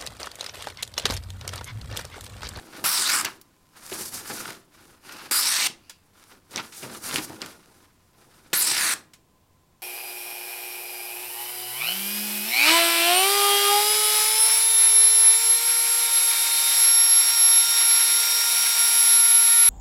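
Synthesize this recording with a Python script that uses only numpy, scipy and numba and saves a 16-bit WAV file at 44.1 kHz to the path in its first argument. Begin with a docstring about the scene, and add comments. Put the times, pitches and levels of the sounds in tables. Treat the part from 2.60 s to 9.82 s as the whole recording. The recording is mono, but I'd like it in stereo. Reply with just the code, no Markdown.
"""A sharp knife slices three slivers off a hand-held sheet of paper above a chipboard bench.
Fibres fracture by the thousand, and these impulses excite resonances that glide as the cut advances.
The sheet wobbles, flexes, crackles and buckles, fingers and blade rub it, creases snap and slivers land.
A small, quiet room adds reverberation and a faint hum; the sound is nearly mono."""
import sys
import numpy as np
from scipy import signal
from scipy.fft import rfft, irfft, next_fast_len
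from scipy.io import wavfile
from scipy.ndimage import map_coordinates
from numba import njit

SR = 44100
rng = np.random.default_rng(int(sys.argv[2]) if len(sys.argv) > 2 else 0)


def log_audio(samples):
    """Write samples as a 16-bit WAV file to the path given in sys.argv[1]."""
    # one column per channel
    frames = np.atleast_2d(samples).T
    # limit to full scale, then quantise
    limited = np.clip(frames, -1, 1)
    pcm = np.round(limited * 32767).astype(np.int16)
    wavfile.write(sys.argv[1], SR, pcm)


N = 318402
TIME = np.arange(N) / SR


def from_db(db):
    """Amplitude ratio of a level in decibels."""
    return 10 ** (np.asarray(db) / 20)


def unit_rms(x):
    """Normalisation to an rms of 1."""
    return x / np.sqrt(np.mean(x ** 2) + 1e-20)


def at_hz(points, hz):
    """Interpolation along log frequency."""
    freqs, values = np.transpose(points)
    return np.interp(np.log(np.maximum(hz, 1)), np.log(freqs), values)


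def in_time(curves):
    """Interpolation along time through the joined curves, one signal a column."""
    times, *columns = np.vstack(curves).T
    return [np.interp(TIME, times, column) for column in columns]


def drift(rate_hz):
    """Random modulation: straight lines between Gaussian values; rms 1."""
    knots = rng.standard_normal(N // 10)
    return unit_rms(np.interp(TIME * rate_hz, np.arange(len(knots)), knots))


def coloured(x, spectrum):
    """Spectral shaping by a table of relative gains; rms 1."""
    size = next_fast_len(N + 4096)
    gain = from_db(at_hz(spectrum, np.fft.rfftfreq(size, 1 / SR)))
    return unit_rms(irfft(rfft(x, size) * gain, size)[:N])


def grains(per_s, spread_db, clump_db, clump_hz):
    """Shot noise: tiny slips and breaks of uneven size, louder in clumps; rms 1."""
    occurs = rng.random(N) < per_s / SR
    sizes = from_db(spread_db * np.minimum(rng.exponential(1, N), 4)) * rng.choice([-1, 1], N)
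    return unit_rms(occurs * sizes * from_db(clump_db * drift(clump_hz)))


@njit
def glide_filter(x, tangent, damping):
    """State-variable band-pass with a moving centre and a peak gain of 1."""
    out, first, second = np.zeros(len(x)), 0.0, 0.0
    for i in range(len(x)):
        g = tangent[i]
        band = (g * (x[i] - second) + first) / (1 + g * (g + damping))
        first, second = 2 * band - first, second + 2 * g * band
        out[i] = damping * band
    return out


def resonate(x, hz, q):
    """Forced response of a damped resonator, steady or gliding in pitch."""
    tangent = np.tan(np.pi * np.clip(hz, 20, .45 * SR) / SR) * np.ones(len(x))
    return glide_filter(x + 1e-18, tangent, 1 / q)


def burst(hz, q, t60_s):
    """Free decay of a crowd of sheet modes around one pitch, struck at once."""
    t = TIME[:SR // 3]
    modes = resonate(resonate(rng.standard_normal(len(t)), hz, q), hz, q)
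    return unit_rms(modes) * from_db(-60 * t / t60_s)


def add(track, start_s, sound):
    """Superposition of a sound on a track."""
    start = round(start_s * SR)
    track[start:start + len(sound)] += sound[:N - start]


def swells(rows, rise_db_per_s, fall_db_per_s):
    """Power sum of envelopes that rise, hold and decay; rows are start_s, hold_s, level_db."""
    power = 0
    for start_s, hold_s, level_db in rows:
        below_db = np.maximum(rise_db_per_s * (start_s - TIME), fall_db_per_s * (TIME - start_s - hold_s))
        power = power + from_db(level_db - np.clip(below_db, 0, 120)) ** 2
    return np.sqrt(power)


# spectrum of the quiet room: frequency_hz, relative_db
ROOM_SPECTRUM = [(25, -3), (43, -7), (90, -3), (170, -5), (550, -15.5), (980, -16.5), (1400, -23),
                 (16000, -30.5)]
# hum and whine: pitch_hz, level_db
HUM_TONES = [(91.5, -75), (1028, -75.5), (7407, -86)]

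def room_tone():
    """Ambient noise: narrow bands, heard as hum and whine, over a broadband floor."""
    hum = sum(from_db(db) * unit_rms(resonate(rng.standard_normal(N), hz, q=66)) for hz, db in HUM_TONES)
    return from_db(-62.5) * coloured(rng.standard_normal(N), ROOM_SPECTRUM) + hum


# bends of the sheet: start_s, hold_s, wobble_db, flex_db
BENDS = [(0.0, 0.22, -52.5, -55), (0.149, 0.055, -47.5, -46), (0.481, 0.19, -44.5, -39),
         (1.17, 0.22, -59.5, -51.5), (1.33, 0.064, -46, -43.5), (1.528, 0.2, -53, -47),
         (1.707, 0.016, -39, -41.5), (1.777, 0.14, -46.5, -41), (2.143, 0.2, -60.5, -58.5),
         (2.465, 0.19, -52.5, -47.5), (3.565, 0.12, -67.5, -60), (3.717, 0.009, -55.5, -53.5),
         (3.959, 0.034, -40.5, -37), (4.222, 0.13, -45.5, -45.5), (4.461, 0.085, -44.5, -37.5),
         (4.542, 0.037, -39, -37), (4.693, 0.047, -43, -47), (4.81, 0.088, -46.5, -45.5),
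         (4.943, 0.31, -64, -62.5), (5.58, 0.45, -61.5, -62), (6.09, 0.27, -48, -50.5),
         (6.398, 0.032, -59.5, -85)]
# spectra of the low wobble and the crinkle of flexing: frequency_hz, relative_db
WOBBLE_SPECTRUM = [(50, -32), (100, -8), (210, -4.5), (320, 0.5), (550, -10), (900, -9), (2000, -58.5)]
FLEX_SPECTRUM = [(300, -15.5), (800, -4), (1350, 3.5), (2000, -3), (3000, -6), (5000, -7), (12000, -41.5)]

def bending():
    """Flexural vibration: the sheet wobbles and crinkles. Returns the sound and the flexing envelope."""
    slopes = dict(rise_db_per_s=400, fall_db_per_s=224)
    cut_wobble_db, held_flex_db, held_still_from_s = -50, -71.5, 5.9
    by_hand = [(start_s, hold_s, db) for start_s, hold_s, db, _ in BENDS]
    by_blade = [(start_s, end_s - start_s, cut_wobble_db) for start_s, end_s, *_ in CUTS]
    wobble_gain = swells(by_hand + by_blade, **slopes)
    flex_gain = swells([(start_s, hold_s, db) for start_s, hold_s, _, db in BENDS], **slopes)
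    # the held sheet stirs faintly between bends
    flex_gain = np.hypot(flex_gain, (TIME < held_still_from_s) * from_db(held_flex_db))
    wobble = coloured(grains(per_s=1100, spread_db=4, clump_db=2.5, clump_hz=40), WOBBLE_SPECTRUM)
    crinkle = coloured(grains(per_s=3500, spread_db=1, clump_db=3, clump_hz=97), FLEX_SPECTRUM)
    return wobble_gain * wobble + flex_gain * crinkle, flex_gain


# fingers or blade slide over the sheet: start_s, hold_s, level_db
SLIDES = [(0.61, 0.021, -42.5), (1.25, 0.085, -46), (1.338, 0.14, -36), (1.54, 0.039, -32.5),
          (1.675, 0.14, -38), (1.85, 0.046, -44.5), (4.05, 0.092, -53), (4.165, 0.079, -41.5),
          (4.32, 0.058, -42.5), (4.443, 0.058, -35), (4.55, 0.011, -28.5), (4.625, 0.019, -38.5)]
# spectrum of the friction: frequency_hz, relative_db
FRICTION_SPECTRUM = [(1500, -3), (3200, -7), (4600, 3), (11000, 1.5), (13500, -0.5), (16000, -12)]
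FRICTION_SLOPES = dict(rise_db_per_s=478.5, fall_db_per_s=376)

def sliding(flex_gain):
    """Friction noise: skin and steel slip over the grain, and the patch of paper beneath resonates."""
    grip_gain = np.minimum(from_db(-2) * flex_gain, from_db(-51.5))  # skin rubs on a bending sheet
    gain = np.hypot(swells(SLIDES, **FRICTION_SLOPES), grip_gain)
    rub = coloured(grains(per_s=16000, spread_db=3, clump_db=1.8, clump_hz=94), FRICTION_SPECTRUM)
    patch_hz = 9500 * np.exp(0.034 * drift(18))  # wanders as the finger moves
    return gain * unit_rms(rub + from_db(-2) * resonate(rub, patch_hz, q=14))


# spectrum of catching or breaking fibres: frequency_hz, relative_db
FIBRE_SPECTRUM = [(300, -23), (750, -3), (1150, 6), (3200, -0.5), (6400, 1), (8500, -2), (12000, -5),
                  (14000, -5), (16000, -18)]

def crackling(flex_gain):
    """Acoustic emission: single fibres catch as the sheet flexes."""
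    catches = grains(per_s=45, spread_db=5.5, clump_db=1, clump_hz=8.4)
    return from_db(-10.5) * flex_gain * coloured(catches, FIBRE_SPECTRUM)


# the sheet gives way under blade or finger: start_s, thump_db, flap_db, t60_s
BUCKLES = [(0.2405, -28, -35.5, 0.035), (0.657, -47, -28, 0.15), (1.318, -32, -41.5, 0.14),
           (1.41, -29.5, -37, 0.026), (2.7119, -21.5, -33, 0.024), (3.976, -48.5, -28.5, 0.11),
           (4.228, -34.5, -42, 0.26), (4.583, -27, -28.5, 0.073), (4.8177, -37.5, -38, 0.15),
           (5.9305, -23.5, -26, 0.045)]

def buckling():
    """Elastic instability: a soft thump, and a papery flap whose pitch falls as tension relaxes."""
    slack_hz, tension_hz, slacken_s = 1200, 1800, 0.01
    flap_hz = slack_hz + tension_hz * np.exp(-TIME[:SR // 3] / slacken_s)
    out = np.zeros(N)
    for start_s, thump_db, flap_db, t60_s in BUCKLES:
        thump = from_db(thump_db) * burst(hz=276, q=0.71, t60_s=t60_s)
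        flap = from_db(flap_db) * burst(flap_hz, q=0.82, t60_s=t60_s)
        add(out, start_s, thump + flap)
    return out


def fibre_breaks():
    """Fracture: each fibre the blade snaps gives one impulse."""
    return grains(per_s=5500, spread_db=3.2, clump_db=1.6, clump_hz=300)


def ringing(hz, gain_db, q):
    """Forced resonance of paper driven by breaking fibres."""
    centre_hz = hz * np.exp(0.027 * drift(30))  # the sliver flutters as it curls
    return from_db(gain_db) * resonate(resonate(fibre_breaks(), centre_hz, q), centre_hz, q)


def sliver_echo(x, edge_hz):
    """Comb filtering: each break runs along the sliver and back, carving moving ridges in the spectrum."""
    round_trip_s = 2 / edge_hz * np.exp(0.012 * drift(25))
    echo = map_coordinates(x, [(TIME - round_trip_s) * SR], order=3)
    reflection = 0.33
    return (x + reflection * echo) / np.hypot(1, reflection)


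def blade_drag():
    """Amplitude modulation by thick and thin spots, and by deepening stick-slip as the first cut ends."""
    thickness_gain = from_db(1.1 * drift(120))
    chatter_span_s, chatter_hz, chatter_db = [0.54, 0.616], 95, 5.5
    depth_db = np.interp(TIME, chatter_span_s, [0, chatter_db], right=0)
    slips = np.sin(2 * np.pi * chatter_hz * TIME + 1.6 * drift(60))
    return thickness_gain * from_db(depth_db * (slips - 1.57))


# strokes of the knife: start_s, end_s, tear_db, sizzle_hz, sizzle_gain_db
CUTS = [(0.241, 0.616, -27.5, 14100, -22), (2.711, 3.073, -28.5, 12500, -21),
        (5.932, 6.339, -28, 13800, -21.5)]
# loose flap beside the blade, quieter while taut, one curve a cut: time_s, pitch_hz, gain_db
FLAP_CURVES = [
    [(0.26, 1392, -16), (0.39, 1037, -19.5), (0.447, 1072, -20), (0.475, 1290, -23.5), (0.555, 1390, -10),
     (0.616, 1450, -10)],
    [(2.713, 1340, -17), (2.86, 1306, -23), (2.96, 1790, -18), (3.074, 2810, -17)],
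    [(5.932, 1637, -14.5), (6.09, 1400, -40.5), (6.145, 1960, -17), (6.29, 1610, -16.5)],
]
# cut edge as the blade changes angle, one curve a cut: time_s, pitch_hz, zip_gain_db, rasp_gain_db
EDGE_CURVES = [
    [(0.241, 5130, -24, -23.5), (0.29, 5640, -18.5, -20.5), (0.385, 5200, -12, -16),
     (0.44, 2950, -15.5, -17.5), (0.475, 4010, -11, -14), (0.53, 5240, -14, -21.5),
     (0.613, 4880, -15, -28.5)],
    [(2.713, 4665, -15.5, -20.5), (2.81, 5100, -12, -18.5), (2.91, 5720, -15, -15),
     (2.95, 5820, -21.5, -16), (3.06, 6040, -24.5, -16)],
    [(5.931, 3930, -20.5, -19.5), (5.99, 4626, -22.5, -19.5), (6.08, 5340, -10.5, -20.5),
     (6.15, 5530, -25.5, -16.5), (6.22, 4455, -23.5, -20), (6.341, 4040, -17.5, -26)],
]
# hiss of the curling sliver, one curve a cut: time_s, pitch_hz, gain_db
HISS_CURVES = [
    [(0.241, 11510, -20), (0.35, 8800, -21), (0.43, 8480, -18), (0.49, 8370, -28), (0.555, 8880, -16),
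     (0.613, 8630, -12.5)],
    [(2.713, 8920, -16.5), (2.785, 9430, -18), (2.85, 9060, -23), (2.915, 9380, -16.5), (2.96, 7840, -23.5),
     (3.076, 8280, -20)],
    [(5.945, 7800, -17.5), (5.972, 10630, -16), (5.99, 11460, -14), (6.025, 8940, -14), (6.12, 8830, -21),
     (6.17, 10400, -27), (6.24, 9440, -19.5), (6.341, 8900, -20.5)],
]

def slicing():
    """Source and filter: breaking fibres radiate directly and drive flap, edge and sliver resonances."""
    cuts = np.array(CUTS)
    latest_cut = np.maximum(np.searchsorted(cuts[:, 0], TIME, "right") - 1, 0)
    start_s, end_s, tear_db, sizzle_hz, sizzle_db = cuts[latest_cut].T
    cutting = (TIME >= start_s) & (TIME < end_s)
    age_s = np.clip(TIME, start_s, end_s) - start_s
    progress = age_s / (end_s - start_s)
    flap_hz, flap_db = in_time(FLAP_CURVES)
    edge_hz, zip_db, rasp_db = in_time(EDGE_CURVES)
    hiss_hz, hiss_db = in_time(HISS_CURVES)
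    # the blade bites hard into the rim, then tears more as it runs faster
    bite_db, bite_s, growth_db = 12.5, 0.021, 8.5
    tear_db = tear_db + bite_db * np.exp(-age_s / bite_s) + growth_db * (progress - .5)
    # the finest fibres sizzle only while the new sliver is short and stiff
    sizzle_s, fade_db_per_s = 0.094, 179
    sizzle_db = sizzle_db - fade_db_per_s * np.maximum(age_s - sizzle_s, 0)

    tearing = coloured(fibre_breaks(), FIBRE_SPECTRUM)
    bass_cut = signal.butter(4, 930, "high", fs=SR, output="sos")  # a short sliver radiates little bass
    flap = signal.sosfilt(bass_cut, ringing(flap_hz, flap_db, q=1.7))
    edge = ringing(hz=4350, gain_db=rasp_db, q=2.3) + ringing(edge_hz, zip_db, q=7)
    hiss = ringing(hiss_hz, hiss_db + 2, q=1.97)
    sizzle = ringing(sizzle_hz, sizzle_db, q=2.2)
    sliver = sliver_echo(hiss + sizzle + from_db(tear_db) * tearing, edge_hz)
    # the last corner of the first sliver rips off
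    rip_at_s, rip_length_s, rip_db = 0.647, 0.0068, -20
    ripping = (TIME >= rip_at_s) & (TIME < rip_at_s + rip_length_s)
    return cutting * blade_drag() * (flap + edge + sliver) + ripping * from_db(rip_db) * tearing


# slivers land, fingers and blade tap the paper's edge: start_s, level_db, pitch_hz, t60_s
TAPS = [(0.8134, -41, 9300, 0.031), (1.264, -32.5, 7450, 0.011), (2.5225, -39, 5000, 0.049),
        (3.2963, -36, 2960, 0.075), (3.909, -46, 4180, 0.2), (4.123, -44, 2484, 0.39),
        (6.535, -45.5, 3290, 0.099)]

def tapping():
    """Impact excitation: light, dry contacts set a broad band of paper modes ringing."""
    out = np.zeros(N)
    for start_s, level_db, pitch_hz, t60_s in TAPS:
        add(out, start_s, from_db(level_db) * burst(pitch_hz, q=0.28, t60_s=t60_s))
    return out


# creases snap: start_s, peak_db, pitch_hz
CREASE_SNAPS = [(1.3145, -26, 3390), (1.3277, -19.5, 3010), (3.9602, -10.5, 4680), (3.9716, -16, 4350),
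                (4.5116, -18.5, 2370), (4.527, -19, 2860), (4.5416, -18.5, 4540), (4.5592, -5.5, 3190),
                (4.563, -22.5, 2855), (4.567, -15.5, 2750), (4.818, -13.5, 4284)]

def snapping():
    """Snap-through: a crease flips over with a sharp crack of a few milliseconds."""
    out = np.zeros(N)
    for start_s, peak_db, pitch_hz in CREASE_SNAPS:
        crack = burst(pitch_hz, q=1.2, t60_s=0.0028)
        add(out, start_s, from_db(peak_db) * crack / np.abs(crack).max())
    return out


# the blade scrapes lightly along the rim: start_s, hold_s, level_db
SCRAPES = [(2.45, 0.24, -55.5), (3.24, 0.12, -63.5)]
# modes of the rim: pitch_hz, relative_db
RIM_MODES = [(2700, 3.5), (4600, 0.5), (9600, -10.5)]

def scraping():
    """Frictional excitation: the rim rings faintly as the blade seeks its place."""
    slips = grains(per_s=3400, spread_db=3, clump_db=-0.5, clump_hz=83)
    rim = unit_rms(sum(from_db(db) * resonate(slips, hz, q=9) for hz, db in RIM_MODES))
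    return swells(SCRAPES, **FRICTION_SLOPES) * rim


# reverberation time of the room: frequency_hz, t60_s
ROOM_DECAY = [(200, 0.79), (1000, 0.29), (9000, 0.21), (15000, 0.092)]

def reverb(x):
    """Diffuse field: reflections build up within milliseconds and die sooner in the treble."""
    t, edges_hz, response = TIME[:SR * 2 // 3], np.geomspace(80, 17000, 9), 0
    for low, high in zip(edges_hz, edges_hz[1:]):
        band_pass = signal.butter(2, [low, high], "band", fs=SR, output="sos")
        band = signal.sosfilt(band_pass, rng.standard_normal(len(t)))
        response = response + band * from_db(-60 * t / at_hz(ROOM_DECAY, np.sqrt(low * high)))
    response = response * (1 - np.exp(-t / 0.00036))
    return signal.fftconvolve(x, response / np.sqrt(np.sum(response ** 2)))[:N]


# side signal of closely spaced microphones: frequency_hz, relative_db
SIDE_SPECTRUM = [(600, 20.5), (3200, -53.5), (4800, 21), (9000, 25), (11500, -7.5)]

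def stereo(mid):
    """Phase difference: a faint side signal in quadrature widens the sound at equal channel levels."""
    quadrature = signal.hilbert(mid).imag
    side = from_db(-29) * np.std(mid) * coloured(quadrature, SIDE_SPECTRUM)
    return np.array([mid + side, mid - side])


def scene():
    """Superposition of the close paper's direct sound, its reverberation and the ambient noise."""
    knife = slicing() + scraping()
    bends, flex_gain = bending()
    handling = bends + sliding(flex_gain) + crackling(flex_gain)
    paper = knife + handling + snapping() + tapping() + buckling()
    return stereo(paper + room_tone() + from_db(-13.5) * reverb(paper))


def record(dry):
    """Soft saturation rounds the highest peaks, and a steep low-pass cuts the top."""
    ceiling, cutoff_hz = 0.38, 16100
    low_pass = signal.ellip(12, .1, 80, cutoff_hz, fs=SR, output="sos")
    return signal.sosfilt(low_pass, ceiling * np.tanh(dry / ceiling))


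dry = scene()
out = record(dry)
log_audio(out)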